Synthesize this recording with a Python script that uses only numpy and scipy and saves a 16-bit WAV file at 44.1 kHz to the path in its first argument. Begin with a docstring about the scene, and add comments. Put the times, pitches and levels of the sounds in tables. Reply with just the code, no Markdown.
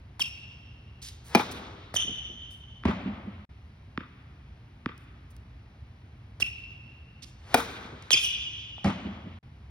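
"""Ventilation rumbles through a large indoor tennis hall; soles scuff, tap and squeak on the gritty court.
A racket swishes and rings, balls bounce, and the far curtain stops them with a boom.
Blows and clicks drive resonances, squeaks are gliding partials, air and hall tails are shaped noise.
Roof, walls and hall answer each source; the two microphone ports of a phone pick it all up.
Twice the whole sound falls nearly silent for an instant."""
import sys
import numpy as np
from scipy import signal
from scipy.fft import rfft, irfft, next_fast_len
from scipy.io import wavfile
from scipy.ndimage import uniform_filter1d

SR = 44100
rng = np.random.default_rng(int(sys.argv[2]) if len(sys.argv) > 2 else 0)


def int16_out(signal):
    """Quantize to a 16-bit WAV file."""
    q = np.round(np.clip(np.atleast_2d(signal).T, -1, 1) * 32767)
    wavfile.write(sys.argv[1], SR, q.astype(np.int16))


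N = 427769

# Source levels are those in the hall, ahead of the microphone; pan is left minus right.
# Stretches of full level: [start t/s, end t/s]
STRETCHES = [(0, 3.452), (3.492, 9.388), (9.429, 9.8)]
# Ventilation spectrum: [f/Hz, relative level per Hz/dB]
AIR = [(20, -35), (32, -28.5), (45, -14), (62, -1.5), (123, -6), (170, -16.5), (230, -18.5), (500, -32),
       (850, -31), (1700, -34.5), (2400, -34), (5600, -48.5), (7500, -60.5), (11000, -60.5), (16000, -68.5)]
AIR_RMS_DB = -48.5

# Rubber dragged over grit: [t/s, length/s, level before swell and fade/dB, centre f/Hz, width/Hz,
# pan/dB, share of the length spent swelling]
SCUFFS = [(0.194, 0.048, -38.5, 4500, 7500, -4, 0.059), (1.017, 0.094, -44.5, 4780, 5000, 0, 0.13),
          (1.242, 0.085, -56, 7070, 7500, -3, 0.18), (1.51, 0.022, -42, 6930, 7500, -6, 0.27),
          (1.939, 0.043, -39.5, 6000, 7500, -1.5, .05), (2.503, 0.048, -56.5, 8880, 5000, -17, .2),
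          (5.302, .023, -63.5, 10000, 7500, -6, .1), (6.4, 0.029, -37, 4500, 7500, -2, .05),
          (7.221, 0.028, -43.5, 4730, 4000, -13, .3), (8.11, 0.02, -28.5, 5500, 7500, -5, .05),
          (8.173, 0.11, -38.5, 6000, 7500, -4, .6)]
SCUFF_ECHO, SCUFF_HALL_DB = (.036, -16), -17.5  # echo: delay/s, level/dB
# Soles and heels set down, small clicks: [t/s, peak level/dB, centre f/Hz, pan/dB, hall send/dB]
TAPS = [(0.1947, -30, 1400, 7, -16.5), (1.9400, -27.5, 797, 8, -8.5), (1.959, -24.5, 1600, -2, -9.5),
        (4.9783, -40, 7800, -18, -17), (5.365, -39.5, 8030, -3, -35), (6.3996, -31, 960, -1, -21.5),
        (8.024, -38.5, 5000, 0, -11.5), (8.1055, -13, 2780, 3, -12.5), (8.78, -40.5, 790, 7, -9)]
# Sole sticking and slipping: [t/s, length/s, start f/Hz, end f/Hz, level/dB,
# second partial over first/dB, pan/dB, echo/dB, hall send/dB]
SQUEAKS = [(0.203, 0.025, 3345, 2926, -28.5, -28, 5, -6.5, -23),
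           (0.216, 0.011, 2810, 2500, -25, -4, 4.5, -12.5, -15.5),
           (1.952, .014, 3637, 3320, -41.5, -24.5, 3, -11, -4),
           (1.961, .016, 3184, 2921, -23, -5.5, -3, -4.5, -8.5),
           (6.409, .010, 3430, 3340, -46.5, -15, -27, -3, -14),
           (6.422, 0.0098, 2630, 2745, -18, -14, -3, -11, -18.5),
           (8.114, 0.011, 3453, 2940, -20, -6, -8, -13.5, -7),
           (8.127, .012, 3192, 2980, -22, -6, 1.5, -15, -17),
           (8.126, .026, 2904, 2239, -21, -2, 5, -8, -15),
           (8.243, 0.013, 2988, 2910, -26.5, -7.5, 0.5, -12.5, -7)]
GRIP, LET_GO = 0.17, 0.7  # shares of the length where the tone is full and starts to fade
RISE_DB, FALL_DB = -13.5, -15  # level at its two ends
BEAM_DB = -3  # upper partials beam at the listener and reach the hall weaker
SQUEAK_ECHO_S = .036
# Body weight coming down on the court, dull: [t/s, peak level/dB, length/s]
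STEPS = [(0.204, -37, .014), (1.507, -34.5, 0.02), (1.529, -34.5, 0.085), (1.939, -32.5, 0.028),
         (2.042, -40, 0.021), (2.076, -35, 0.073), (2.289, -41, 0.085), (6.416, -38, 0.03),
         (7.846, -39, 0.044), (7.917, -39, 0.073), (8.131, -33, 0.031)]
STEP_HZ, STEP_HALL_DB = 262, -12.5
ROOF_ECHO = .032, -18  # delay/s, level/dB

# Hall tail by octave: [centre f/Hz, T60/s, relative level/dB]
HALL = [(87, 3, 0), (189.3, 2.1, -2.5), (360, 1.57, 3.5), (795, 1.5, 1.5), (1400, 1.66, 6),
        (2874, 1.78, 11), (5080, 0.99, 7.5), (11100, 0.58, 7.5)]
EARLY_T60_S, EARLY_DB, SWELL_S = 0.14, 9.5, 0.021  # reflections of near walls and roof fade first
# Far walls shape the tail: [t/s, spread/s, level change/dB]
WALL_ECHOES = [(.06, 0.0062, 3.5), (0.128, 0.0065, -2), (.175, 0.013, 0), (0.331, 0.024, 0)]
LUMP_DB, LUMP_S = 1.87, .025  # clusters of reflections make each octave of the tail uneven
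ECHO_HZ = 5000  # the ribbed roof scatters treble away from the first echo
RIBS, RIBS_S = 0.15, 0.0063  # strength and spread of the scatter behind the first echo

# Racket on ball: [t/s, ring peak/dB, string crack peak/dB, frame ping peak/dB, string hum peak/dB,
# swish gain at its end/dB, swish swell/s, change of lowest racket mode/dB, roof echo delay/s,
# near wall echo delay/s, near wall echo/dB]
SERVES = [(1.3488, -5.5, -18.5, -15, -38, -33.5, 0.036, -1.5, .046, .021, -11.5),
          (7.5424, -6, -12, -21, -21, -33.5, 0.046, -3.5, .034, .016, -17)]
# Racket modes: [f/Hz, width/Hz, relative level/dB]
RACKET = [(206, 81, 2.5), (462, 270, 0.5), (850, 450, -2.5), (1400, 550, -8), (2237, 1400, -15),
          (3750, 790, -19), (5500, 1700, -22.5)]
# String crack modes: [f/Hz, width/Hz, relative level/dB]
STRINGS = [(5920, 2800, -3), (11100, 15000, -1.5)]
# Long ring of the strings: [f/Hz, width/Hz, relative level/dB]
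STRING_BED = [(463, 14, 8), (1514, 150, -5), (2390, 120, -15.5)]
# Frame ping mode: [f/Hz, width/Hz, relative level/dB]
FRAME = [(2410, 36, 0)]
SWISH_S = .15  # from start of swish to hit
SERVE_PAN_DB, SERVE_ECHO_DB, SERVE_HALL_DB = 5, -11, -14

# Ball on the court: [t/s, pock peak before the felt/dB, thump peak/dB, hall send/dB]
BOUNCES = [(2.836, -28.5, -43.5, -2), (3.9756, -18, -23.5, -18.5), (4.8595, -16.5, -20.5, -19.5)]
# Modes of the ball's pock: [f/Hz, width/Hz, relative level/dB]
POCK = [(1204, 280, 1.5), (2030, 600, -5.5), (2420, 390, -8.5), (3620, 400, -18), (4660, 950, -21)]
# Mode of the floor's thump: [f/Hz, width/Hz, relative level/dB]
THUMP = [(269, 140, 0)]
FELT_HZ = 5400  # the felt swallows the treble of a bounce
THUMP_LATE_S = 0.0022  # the ball flattens before the floor answers
BOUNCE_ECHO = .030, -10  # delay/s, level/dB

# Ball into the heavy curtain: [t/s, boom peak/dB, slap peak/dB, boom and sway length/s,
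# sway peak before its second resonance/dB, hall send/dB, slap length/s, slap dull above f/Hz, echo/dB]
THUDS = [(2.852, -12.5, -21, 0.018, -20, -6.5, .015, 3600, -2.5),
         (8.843, -15, -20, 0.045, -18, -8.5, 0.071, 5500, -8.5)]
# Boom modes of the sheet: [f/Hz, width/Hz, relative level/dB]
CURTAIN = [(203, 36, 1.5), (428, 66, -20.5), (553, 180, -13)]
# Slap modes of the cloth: [f/Hz, width/Hz, relative level/dB]
SLAP = [(546, 240, 4), (1040, 870, 7), (2500, 1600, 2.5), (5000, 9100, -4.5)]
# Swing of the whole sheet: [f/Hz, width/Hz, relative level/dB]
SWAY = [(89, 50, 0)]
FLUTTER_S, FLUTTER_DB, FLUTTER_LOSS_DB = .203, -12, -7  # the boom runs between the end walls
THUD_ECHO_S = .030

# Phone ports: [f/Hz, share of the left signal in the right one, left minus right/dB, right lag/rad]
PORTS = [(112, 1, -0.5, .03), (207.3, 0.98, 0.5, 0.083), (330, 1, -0.5, 0.75), (724, 0.62, 5, 0.25),
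         (1060, 0.13, 4.5, 0.64), (1750, 0.18, 0.5, .1), (2530, 0.51, 0, 2.21), (4500, 0.75, 0, 0.92),
         (6000, 0.89, 2.5, 1.53), (6610, 1, -4.5, 2.33), (10320, 0.98, 1.5, 6.4), (13500, 1, -1.5, 9.4),
         (16000, 0.93, 3.5, 12)]
LATE_TURNS, LATE_HZ = 0.96, 200.8  # filter delay in cycles, well above LATE_HZ
GAP_DB, TOP_HZ = -35, 16000


def undb(db):
    """Amplitude ratio of a level in dB."""
    return 10 ** (np.asarray(db) / 20)


def ventilation():
    """Air handling: steady noise with the spectrum of rumble and hiss, unrelated left and right."""
    f = np.fft.rfftfreq(N, 1 / SR)
    hz, db = np.transpose(AIR)
    spectrum = undb(np.interp(np.log(f + 1), np.log(hz), db))
    air = irfft(rfft(rng.standard_normal((2, N))) * spectrum, N)
    return air * undb(AIR_RMS_DB) / air.std()


def band(x, hz, width_hz):
    """Two-pole resonance, gain 1 at the centre."""
    return signal.lfilter(*signal.iirpeak(hz, hz / width_hz, fs=SR), x)


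def lowpass(x, order, hz):
    """Butterworth loss of treble above hz."""
    return signal.sosfilt(signal.butter(order, hz, fs=SR, output="sos"), x)


def scuff(length_s, db, hz, width_hz, rise):
    """Dense grit clicks, uneven in size and in patches, swelling and then dragging out."""
    share = np.arange(int(length_s * SR)) / (length_s * SR)
    patchy_db = 1.5 * np.repeat(rng.standard_normal(len(share) // 130 + 1), 130)[:len(share)]
    size_db = patchy_db + 2.7 * rng.exponential(size=len(share))
    clicks = rng.standard_normal(len(share)) * undb(size_db)
    grit = band(band(clicks, hz, width_hz), hz, min(2.0 * width_hz, .4 * SR))
    drag = np.interp(share, [0, np.clip(rise, .01, .7), .75, 1], [.3, 0.99, 0.75, 0.13])
    return undb(db) * grit / grit.std() * drag


def clean_blow():
    """One instantaneous push."""
    push = np.zeros(int(.15 * SR))
    push[0] = 1
    return push


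def contact(length_s, grain):
    """One blow with a rattle of weaker contacts that dies over length_s."""
    blow = clean_blow()
    t = np.arange(len(blow)) / SR
    rattle = grain * rng.standard_normal(len(t)) ** 3 * np.exp(-3 * (t / length_s) ** 2)
    return blow + rattle


def ring(push, modes, db, soft_hz):
    """The modes of a body driven by push, scaled to a peak; a soft contact gives little above soft_hz."""
    push = lowpass(push, 2, min(soft_hz, .45 * SR))
    y = 0
    for k, (hz, width, mode_db) in enumerate(modes):
        gain = (-1) ** k * undb(mode_db) * np.sqrt(hz / width)
        y = y + gain * band(push, hz, width)
    return y * undb(db) / np.abs(y).max()


def tap(db, hz):
    """A sole or heel set down: a brief rattling blow rings one broad mode and a weaker low one."""
    return ring(contact(0.0044, 0.17), [(hz, 1.2 * hz, 0), (450, 300, -6)], db, 2 * hz)


def squeak(length_s, from_hz, to_hz, db, second_db):
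    """Stick-slip tone that grips, holds and lets go: gliding, wavering rate, four partials."""
    share = np.arange(int(length_s * SR)) / (length_s * SR)
    waver = 1 + 0.2 * uniform_filter1d(rng.standard_normal(len(share)), 40)
    rate_hz = (from_hz + (to_hz - from_hz) * share) * waver
    phase = 2 * np.pi * np.cumsum(rate_hz) / SR
    upper = np.sin(2 * phase) + undb(-12.0) * np.sin(3 * phase) + undb(-26.0) * np.sin(4 * phase)
    upper = undb(second_db + np.array([[0], [BEAM_DB]])) * upper  # rows: heard, sent to the hall
    grip_db = np.interp(share, [0, GRIP, max(GRIP, LET_GO), 1], [RISE_DB, 0, 0, FALL_DB])
    return np.sqrt(2) * undb(db + grip_db) * (np.sin(phase) + upper)


def step(db, length_s):
    """Body weight on the court: a rattling blow into one broad, low mode."""
    return ring(contact(length_s, 0.23), [(STEP_HZ, 1.6 * STEP_HZ, 0)], db, STEP_HZ)


def place(bus, sound, s, pan_db, echo_s, echo_db, hall_db):
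    """Direct sound left and right, one smeared echo off roof or wall, and the share sent to the hall."""
    heard, sent = sound if sound.ndim == 2 else (sound, sound)
    i, j = int(s * SR), int((s + echo_s) * SR)
    bus[:2, i:i + len(heard)] += heard * undb([[pan_db / 2], [-pan_db / 2]])
    t = np.arange(SR // 30) / SR
    ribs = RIBS * rng.standard_normal((2, len(t))) * np.exp(-t / RIBS_S)
    ribs[:, 0] += 1
    ribs /= np.sqrt(np.sum(ribs ** 2, axis=1, keepdims=True))
    echo = lowpass(signal.fftconvolve(heard[None], ribs, axes=1), 1, ECHO_HZ)
    bus[:2, j:j + echo.shape[1]] += undb(echo_db) * echo
    bus[2, i:i + len(sent)] += undb(hall_db) * sent


def hall():
    """The steel hall: two unrelated noise tails, each octave fading at its own rate."""
    t = np.arange(int(1.8 * SR)) / SR
    tail = 0
    for hz, t60, db in HALL:
        edges = [hz / np.sqrt(2), hz * np.sqrt(2)]
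        sos = signal.butter(2, edges, "band", fs=SR, output="sos")
        fade = undb(-60 * t / t60) + undb(EARLY_DB - 60 * t / EARLY_T60_S)
        lumps = np.interp(t, np.arange(200) * LUMP_S, rng.standard_normal(200))
        octave = signal.sosfilt(sos, rng.standard_normal((2, len(t))))
        tail = tail + undb(db + LUMP_DB * lumps) * fade * octave
    walls_db = sum(db * np.exp(-((t - s) / spread) ** 2) for s, spread, db in WALL_ECHOES)
    swell = 1 - np.exp(-(t / SWELL_S) ** 2)
    return tail * undb(walls_db) * swell / np.sqrt(SR / 10)


def strike(length_s, grain, modes, db, soft_hz):
    """A rattling blow as heard; the hall, averaging all directions, gets a clean one of equal energy."""
    heard = ring(contact(length_s, grain), modes, db, soft_hz)
    sent = ring(clean_blow(), modes, db, soft_hz)
    return np.array([heard, sent * heard.std() / sent.std()])


def serve(ring_db, crack_db, ping_db, bed_db, swish_db, swell_s, low_db, wall_s, wall_db):
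    """The racket swishes up, then ball and frame ring while the strings crack and hum on."""
    t = np.arange(int(SWISH_S * SR)) / SR - SWISH_S
    air = band(band(rng.standard_normal(len(t)), 900, 2500), 900, 3300)
    swish = undb(swish_db) * air * np.exp(t / swell_s)
    (hz, width, db), *upper = RACKET  # an off-centre hit bends the frame less
    hit = strike(0.018, 0.034, [(hz, width, db + low_db), *upper], ring_db, 5500)
    hit += strike(0.0096, 0.33, STRINGS, crack_db, 18000)
    hit += ring(clean_blow(), STRING_BED, bed_db, 5000) * undb([[0], [6.0]])  # spreads more to the hall
    hit[0] += ring(contact(0.002, .05), FRAME, ping_db, 5000)  # the ping beams at the listener
    sound = np.hstack([[swish, swish], hit])
    near_wall = np.roll(band(sound[0], 600, 1500), int(wall_s * SR))
    sound[0] = sound[0] + undb(wall_db) * near_wall
    return sound


def bounce(db, thump_db):
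    """A push and its rebound ring the ball's pock, dulled by felt; the floor thumps just after."""
    pock = ring(np.diff(clean_blow(), prepend=0), POCK, db, 2130)
    thump = ring(clean_blow(), THUMP, thump_db, 220)
    return lowpass(pock, 4, FELT_HZ) + np.roll(thump, int(THUMP_LATE_S * SR))


def thud(boom_db, slap_db, length_s, sway_db, slap_s, slap_hz):
    """The cloth slaps, the sheet booms and sways; the boom returns twice from the far end, weaker."""
    sound = strike(length_s, 0.14, CURTAIN, boom_db, 760) + strike(slap_s, .2, SLAP, slap_db, slap_hz)
    sound = sound + band(strike(length_s, 0.084, SWAY, sway_db, 200), *SWAY[0][:2])
    back = np.zeros(SR)
    for k in range(2):
        i = int((k + 1) * FLUTTER_S * SR)
        back_db = boom_db + FLUTTER_DB + k * FLUTTER_LOSS_DB
        back[i:i + sound.shape[1]] += ring(contact(0.07, 0.083), CURTAIN[:1], back_db, 380)
    return sound, back


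def scene():
    """Every source placed in the hall, with its tails and the ventilation."""
    bus = np.zeros((3, N + SR))  # left, right, hall send
    for s, length_s, db, hz, width_hz, pan_db, rise in SCUFFS:
        place(bus, scuff(length_s, db, hz, width_hz, rise), s, pan_db, *SCUFF_ECHO, SCUFF_HALL_DB)
    for s, db, hz, pan_db, hall_db in TAPS:
        place(bus, tap(db, hz), s, pan_db, *ROOF_ECHO, hall_db)
    for s, *tone, pan_db, echo_db, hall_db in SQUEAKS:
        place(bus, squeak(*tone), s, pan_db, SQUEAK_ECHO_S, echo_db, hall_db)
    for s, db, length_s in STEPS:
        place(bus, step(db, length_s), s, 0, *ROOF_ECHO, STEP_HALL_DB)
    for s, *blow, echo_s, wall_s, wall_db in SERVES:
        sound = serve(*blow, wall_s, wall_db)
        place(bus, sound, s - SWISH_S, SERVE_PAN_DB, echo_s, SERVE_ECHO_DB, SERVE_HALL_DB)
    for s, db, thump_db, hall_db in BOUNCES:
        place(bus, bounce(db, thump_db), s, 0, *BOUNCE_ECHO, hall_db)
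    for s, *blow, hall_db, slap_s, slap_hz, echo_db in THUDS:
        sound, back = thud(*blow, slap_s, slap_hz)
        place(bus, sound, s, 0, THUD_ECHO_S, echo_db, hall_db)
        i = int(s * SR)
        bus[:2, i:i + SR] += back
    out, tails = bus[:2, :N] + ventilation(), hall()
    for start, end in STRETCHES:  # hall tails stop at the end of their stretch
        i, j = int(start * SR), min(int(end * SR), N)
        out[:, i:j] += signal.fftconvolve(bus[2:, i:j], tails, axes=1)[:, :j - i]
    return out


def record(dry):
    """Two phone ports: partly shared signal, tilt and lag by frequency, late low tones, cut top; twice the
    whole sound dips nearly silent."""
    size = next_fast_len(N + SR // 10)
    f = np.fft.rfftfreq(size, 1 / SR)
    left, right = rfft(dry, size)
    hz, share, tilt_db, lag = np.transpose(PORTS)
    share = np.interp(f, hz, share)
    tilt = undb(np.interp(f, hz, tilt_db) / 2)
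    right = share * left + np.sqrt(1 - share ** 2) * right
    right = right * np.exp(-1j * np.interp(f, hz, lag))
    late = np.exp(-2j * np.pi * LATE_TURNS * np.log(np.hypot(f, LATE_HZ) / 8000))
    ports = irfft(np.array([left * tilt, right / tilt]) * late, size)[:, :N]
    t = np.arange(N) / SR
    live = sum((t >= start) & (t < end) for start, end in STRETCHES)
    ports = ports * np.maximum(uniform_filter1d(1. * live, 120), undb(GAP_DB))
    return signal.sosfilt(signal.ellip(10, .2, 70, TOP_HZ, fs=SR, output="sos"), ports)


dry = scene()
out = record(dry)
int16_out(out)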